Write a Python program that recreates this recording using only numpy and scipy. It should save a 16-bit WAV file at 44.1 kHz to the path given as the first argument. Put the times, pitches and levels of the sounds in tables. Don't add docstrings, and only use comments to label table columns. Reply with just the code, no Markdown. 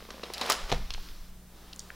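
import sys
import numpy as np
from scipy import signal
from scipy.fft import rfft, irfft, next_fast_len
from scipy.io import wavfile

SR = 44100
rng = np.random.default_rng(int(sys.argv[2]) if len(sys.argv) > 2 else 0)


def wav_record(signal):
    frames = np.transpose(np.atleast_2d(signal))
    bounded = np.clip(frames, -1, 1)
    quanta = np.round(bounded * 32767).astype(np.int16)
    wavfile.write(sys.argv[1], SR, quanta)


N = 85995


def amp(db):
    return 10 ** (np.asarray(db) / 20)


def along(points, hz):
    freqs, values = np.transpose(points)
    return np.interp(np.log(hz + 1e-6), np.log(freqs), values)


def envelope(rows):
    return amp(np.interp(np.arange(N) / SR, *np.transpose(rows)))


def filtered(x, response):
    size = next_fast_len(N + SR // 2)
    return irfft(rfft(x, size) * response(np.fft.rfftfreq(size, 1 / SR)), size)[..., :N]


def coloured(x, spectrum):
    shaped = filtered(x, lambda hz: amp(along(spectrum, hz)))
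    return shaped / np.sqrt(np.mean(shaped ** 2) + 1e-20)


def noise(spectrum):
    return coloured(rng.standard_normal(N), spectrum)


def add(track, start_s, sound):
    part = track[round(start_s * SR):][:len(sound)]
    part += sound[:len(part)]


def snap(db, t60, colour, ring_hz=1, size=4096):
    drive = 0.72 * rng.standard_normal(size) * amp(-60 * np.arange(size) / SR / t60)
    drive[0] += 2
    gain = amp(along(colour, np.fft.rfftfreq(size, 1 / SR) / ring_hz))
    cepstrum = irfft(np.log(gain))
    cepstrum[1:size // 2] *= 2
    cepstrum[size // 2 + 1:] = 0
    sound = irfft(rfft(drive) * np.exp(rfft(cepstrum)))
    span = round(0.003 * SR)
    return amp(db) * np.sqrt(span) * sound / np.linalg.norm(sound)


def background(room_tone_db=-56.5):
    # frequency in Hz, level in dB.
    harmonics = [(59.6, -57), (119.6, -69.5), (179.6, -60.5)]
    # time in seconds, level in dB.
    sway_levels = [(0, -56), (.5, -67.5), (.63, -33), (.71, -35), (.755, -31.5), (.85, -30.5), (.98, -33),
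                   (1.15, -46.5), (1.35, -47.5), (1.95, -59)]
    # frequency in Hz, relative spectral density in dB.
    sway_spectrum = [(3, -22), (11, 0.5), (22, -0.5), (35, -5), (55, -18.5), (80, -31), (200, -48),
                     (600, -79)]
    room_tone_spectrum = [(12, -17), (22, 3), (60, -13.5), (91, -13.5), (190, -10), (300, -16),
                          (500, -19.5), (1030, -24), (3440, -29), (5380, -29.5), (16000, -32)]
    t = np.arange(N) / SR
    hum = sum(amp(db) * np.sqrt(2) * np.sin(2 * np.pi * (hz * t + rng.random())) for hz, db in harmonics)
    sway = envelope(sway_levels) * noise(sway_spectrum)
    return hum + sway + amp(room_tone_db) * noise(room_tone_spectrum)


def microphone_hiss(level_db=-64):
    # frequency in Hz, relative spectral density in dB.
    spectrum = [(30, -18), (150, -2), (500, 1.5), (1500, -4.5), (3500, -7), (7000, 1), (16000, 0.5)]
    hiss = amp(level_db) * noise(spectrum)
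    return np.array([hiss, -hiss])


def sleeve_slide(slips_per_s=14000, spread_db=3.5):
    # time in seconds, level in dB.
    levels = [(0, -53.5), (.07, -64), (.11, -54), (.21, -56.5), (.245, -46.5), (.28, -49), (.325, -52.5),
              (.37, -45), (.405, -40.5), (.435, -36.5), (.48, -35), (.5, -31), (.545, -36), (.58, -44),
              (.685, -47), (.703, -33.5), (.71, -43.5), (.745, -39.5), (.8, -54.5), (.9, -61), (1, -88)]
    # frequency in Hz, relative spectral density in dB.
    spectrum = [(80, -24), (280, -10), (460, 0), (620, 3.5), (1100, -0.5), (1900, -4.5), (3600, -5),
                (5500, -8.5), (7500, -20), (12000, -24.5), (16000, -30)]
    sizes = amp(spread_db * np.minimum(rng.exponential(size=N), 4))
    slips = (rng.random(N) < slips_per_s / SR) * sizes * rng.standard_normal(N)
    return envelope(levels) * coloured(slips, spectrum)


def board_flaps():
    # start in seconds, flex level in dB, clack level in dB, clack pitch in Hz, T60 in seconds.
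    flaps = [(.005, -51, -48, 1240, 0.0045), (0.0243, -43.5, -53, 1200, 0.0088),
             (.051, -47.5, -46.5, 1200, 0.016), (.088, -43.5, -47.5, 1130, 0.036),
             (0.105, -43, -41, 1140, 0.066), (0.1423, -42.5, -51, 1270, 0.013),
             (0.168, -49, -53, 1110, 0.011), (.181, -49, -47, 1000, .014),
             (0.196, -44.5, -52, 1110, 0.0087), (.233, -34, -37.5, 1220, 0.02),
             (0.3012, -36, -38, 910, 0.027), (.413, -37.5, -27, 910, 0.047), (.436, -39, -44, 850, 0.0054),
             (0.491, -40.5, -33, 1050, 0.011), (.4997, -27, -18.5, 1093, 0.036),
             (0.5123, -44, -26, 1150, 0.021), (.521, -40, -31, 1330, 0.038), (0.9048, -49, -42, 1170, .007),
             (.979, -68, -43.5, 810, 0.011)]
    # frequency in Hz, relative level in dB.
    flex_spectrum = [(60, -32), (150, -15.5), (220, -2), (300, -8), (400, -1.5), (490, -1.5), (650, -4),
                     (1000, -27), (3000, -20.5), (8000, -56)]
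    # multiple of the clack pitch, relative level in dB.
    clack_colour = [(.08, -39), (.3, -20.5), (.52, -9), (.78, -6.5), (1, 2), (1.15, -2), (1.4, -7.5),
                    (3, -16.5), (6, -24.5), (14, -48)]
    out = np.zeros(N)
    for start, flex_db, clack_db, hz, t60 in flaps:
        add(out, start, snap(flex_db, t60, flex_spectrum) + snap(clack_db, t60, clack_colour, hz))
    return out


def sleeve_crinkles(crack_t60_s=0.007):
    # start in seconds, ring level in dB, ring pitch in Hz, T60 in seconds, crack level in dB.
    buckles = [(0.1053, -39, 4230, 0.017, -73), (0.235, -33.5, 3570, 0.039, -69),
               (0.3368, -34.5, 4180, 0.027, -37), (0.342, -33, 4830, 0.049, -53),
               (.381, -35, 4330, 0.019, -44.5), (0.4128, -25.5, 3790, 0.071, -36),
               (0.464, -44, 5050, .01, -42.5), (0.4975, -34, 5600, .008, -46), (0.5, -44, 6050, 0.023, -23),
               (.504, -24.5, 4870, 0.0061, -48), (0.5069, -23.5, 5270, 0.031, -39),
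               (0.5206, -21, 5070, 0.015, -33.5), (0.5242, -32, 5000, 0.0055, -33.5),
               (0.5286, -29, 4300, 0.017, -35.5), (0.717, -29.5, 3230, .008, -56),
               (.7235, -28, 3690, 0.023, -47), (.9057, -31, 3800, 0.015, -56),
               (0.938, -33, 4600, 0.02, -61), (.947, -37.5, 2230, 0.013, -73),
               (1.088, -47, 3700, 0.011, -72)]
    # multiple of the ring pitch, relative level in dB.
    film_colour = [(.03, -49), (.15, -20.5), (.45, -15.5), (.66, -9.5), (.86, -7), (1, -2), (1.16, -7),
                   (1.45, -12.5), (1.9, -23.5), (3.5, -44)]
    # frequency in Hz, relative spectral density in dB.
    crack_spectrum = [(500, -28), (3000, -7), (7000, 0), (11000, -1), (16000, -7)]
    out = np.zeros(N)
    for start, db, hz, t60, crack_db in buckles:
        add(out, start, snap(db, t60, film_colour, hz) + snap(crack_db, crack_t60_s, crack_spectrum))
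    return out


def landing(attack_s=0.001):
    # start in seconds, slap level in dB, slap T60 in seconds, relative thud level in dB.
    impacts = [(.717, -21.5, 0.075, -56), (0.7251, -22, 0.0083, -25.5)]
    # frequency of a mode of the pile on the table in Hz, relative level in dB, T60 in seconds.
    pile_modes = [(35.9, -2.5, 0.63), (56.4, -0.5, 0.64), (126.4, -5, 0.185), (148, -0.5, 0.18),
                  (207, -17.5, 0.46), (261.4, -3, 0.13), (387.4, -5, 0.11), (480, 1.5, 0.078),
                  (696, 11, 0.045), (834, -6, 0.048)]
    # frequency in Hz, relative spectral density in dB.
    slap_spectrum = [(60, -10), (150, -1.5), (260, 1), (450, -0.5), (730, -1), (1150, -10), (2200, -7.5),
                     (4000, -18.5), (7000, -21.5), (16000, -69)]
    t = np.arange(SR // 2) / SR
    thud = sum(amp(db - 60 * t / t60) * np.sin(2 * np.pi * hz * t) for hz, db, t60 in pile_modes)
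    thud *= 1 - np.exp(-t / attack_s)
    out = np.zeros(N)
    for start, db, t60, thud_db in impacts:
        add(out, start, snap(db, t60, slap_spectrum))
        add(out, start, -amp(thud_db) * thud / 2)
    return out


def hand_brush():
    # time in seconds, level in dB.
    levels = [(.75, -57.5), (.86, -56), (.96, -55.5), (1.03, -51.5), (1.1, -53.5), (1.25, -60), (1.4, -72)]
    # frequency in Hz, relative spectral density in dB.
    spectrum = [(150, -30), (300, -1), (600, -12.5), (1200, -2.5), (2200, -9.5), (3700, -4.5), (5500, -5.5),
                (8000, -19), (12000, -15), (16000, -17)]
    return envelope(levels) * noise(spectrum)


def arm_rustle():
    # time in seconds, level in dB.
    levels = [(1.42, -84), (1.52, -63), (1.6, -57), (1.7, -56.5), (1.8, -58.5), (1.95, -55.5)]
    # frequency in Hz, relative spectral density in dB.
    spectrum = [(150, -4), (330, 1.5), (750, 2.5), (1200, 1), (2200, -7.5), (3700, -3), (5500, -8.5),
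                (8000, -17), (16000, -14)]
    return envelope(levels) * noise(spectrum)


def ticks():
    # start in seconds, level in dB, ring pitch in Hz, T60 in seconds.
    events = [(1.7298, -44.5, 3900, 0.0066), (1.733, -40.5, 3580, 0.0045), (1.7613, -46, 7100, 0.0068),
              (1.7934, -34, 5750, 0.014), (1.803, -44.5, 4170, 0.0065), (1.9032, -36.5, 1640, 0.0044)]
    # multiple of the ring pitch, relative level in dB.
    colour = [(.1, -50), (.62, -28), (.77, -1), (.9, -0.5), (1.05, 0.5), (1.4, -5.5), (1.9, -17.5),
              (2.6, -21), (5, -43)]
    out = np.zeros(N)
    for start, db, hz, t60 in events:
        add(out, start, snap(db, t60, colour, hz))
    return out


def room_response(tail_db=-10, walls_db=-16, delay_s=0.004, walls_s=0.022, reflections=10):
    # frequency in Hz, reverberation time T60 in seconds.
    decay_times = [(100, 0.49), (500, 0.3), (1500, 0.67), (4500, 0.58), (8000, 0.47), (16000, 0.083)]
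    # frequency in Hz, relative level of the tail in dB.
    colour = [(50, -2), (150, 8), (300, 8), (600, -8.5), (1200, -1), (5000, -3), (9000, 0.5), (16000, 3.5)]
    hz, t, bands = signal.stft(rng.standard_normal(SR * 3 // 4), SR, nperseg=256)
    decay = amp(along(colour, hz)[:, None] - 60 * t / along(decay_times, hz)[:, None])
    tail = signal.istft(bands * decay, SR, nperseg=256)[1]
    response = amp(tail_db) * tail / np.linalg.norm(tail)
    for when, sign in rng.random((reflections, 2)):
        response[int(when * walls_s * SR)] += np.sign(sign - 0.5) * amp(walls_db) / np.sqrt(reflections)
    return np.pad(response, (round(delay_s * SR), 0))


def reverberation(x, positions=16):
    place = np.linspace(0, positions - 1, N)
    fades = (np.maximum(1 - abs(place - k), 0) for k in range(positions))
    return sum(signal.fftconvolve(x * fade, room_response())[:N] for fade in fades)


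def scene(tick_send_db=-1, landing_send_db=-2):
    handling = sleeve_crinkles() + board_flaps() + sleeve_slide() + hand_brush() + arm_rustle()
    drop, ticking = landing(), ticks()
    reverb = reverberation(handling + amp(landing_send_db) * drop + amp(tick_send_db) * ticking)
    return handling + drop + ticking + reverb + microphone_hiss() + background()


def record(dry, cutoff_hz=16000):
    return filtered(dry, lambda hz: 1 / (1 + (hz / cutoff_hz) ** 160))


dry = scene()
out = record(dry)
wav_record(out)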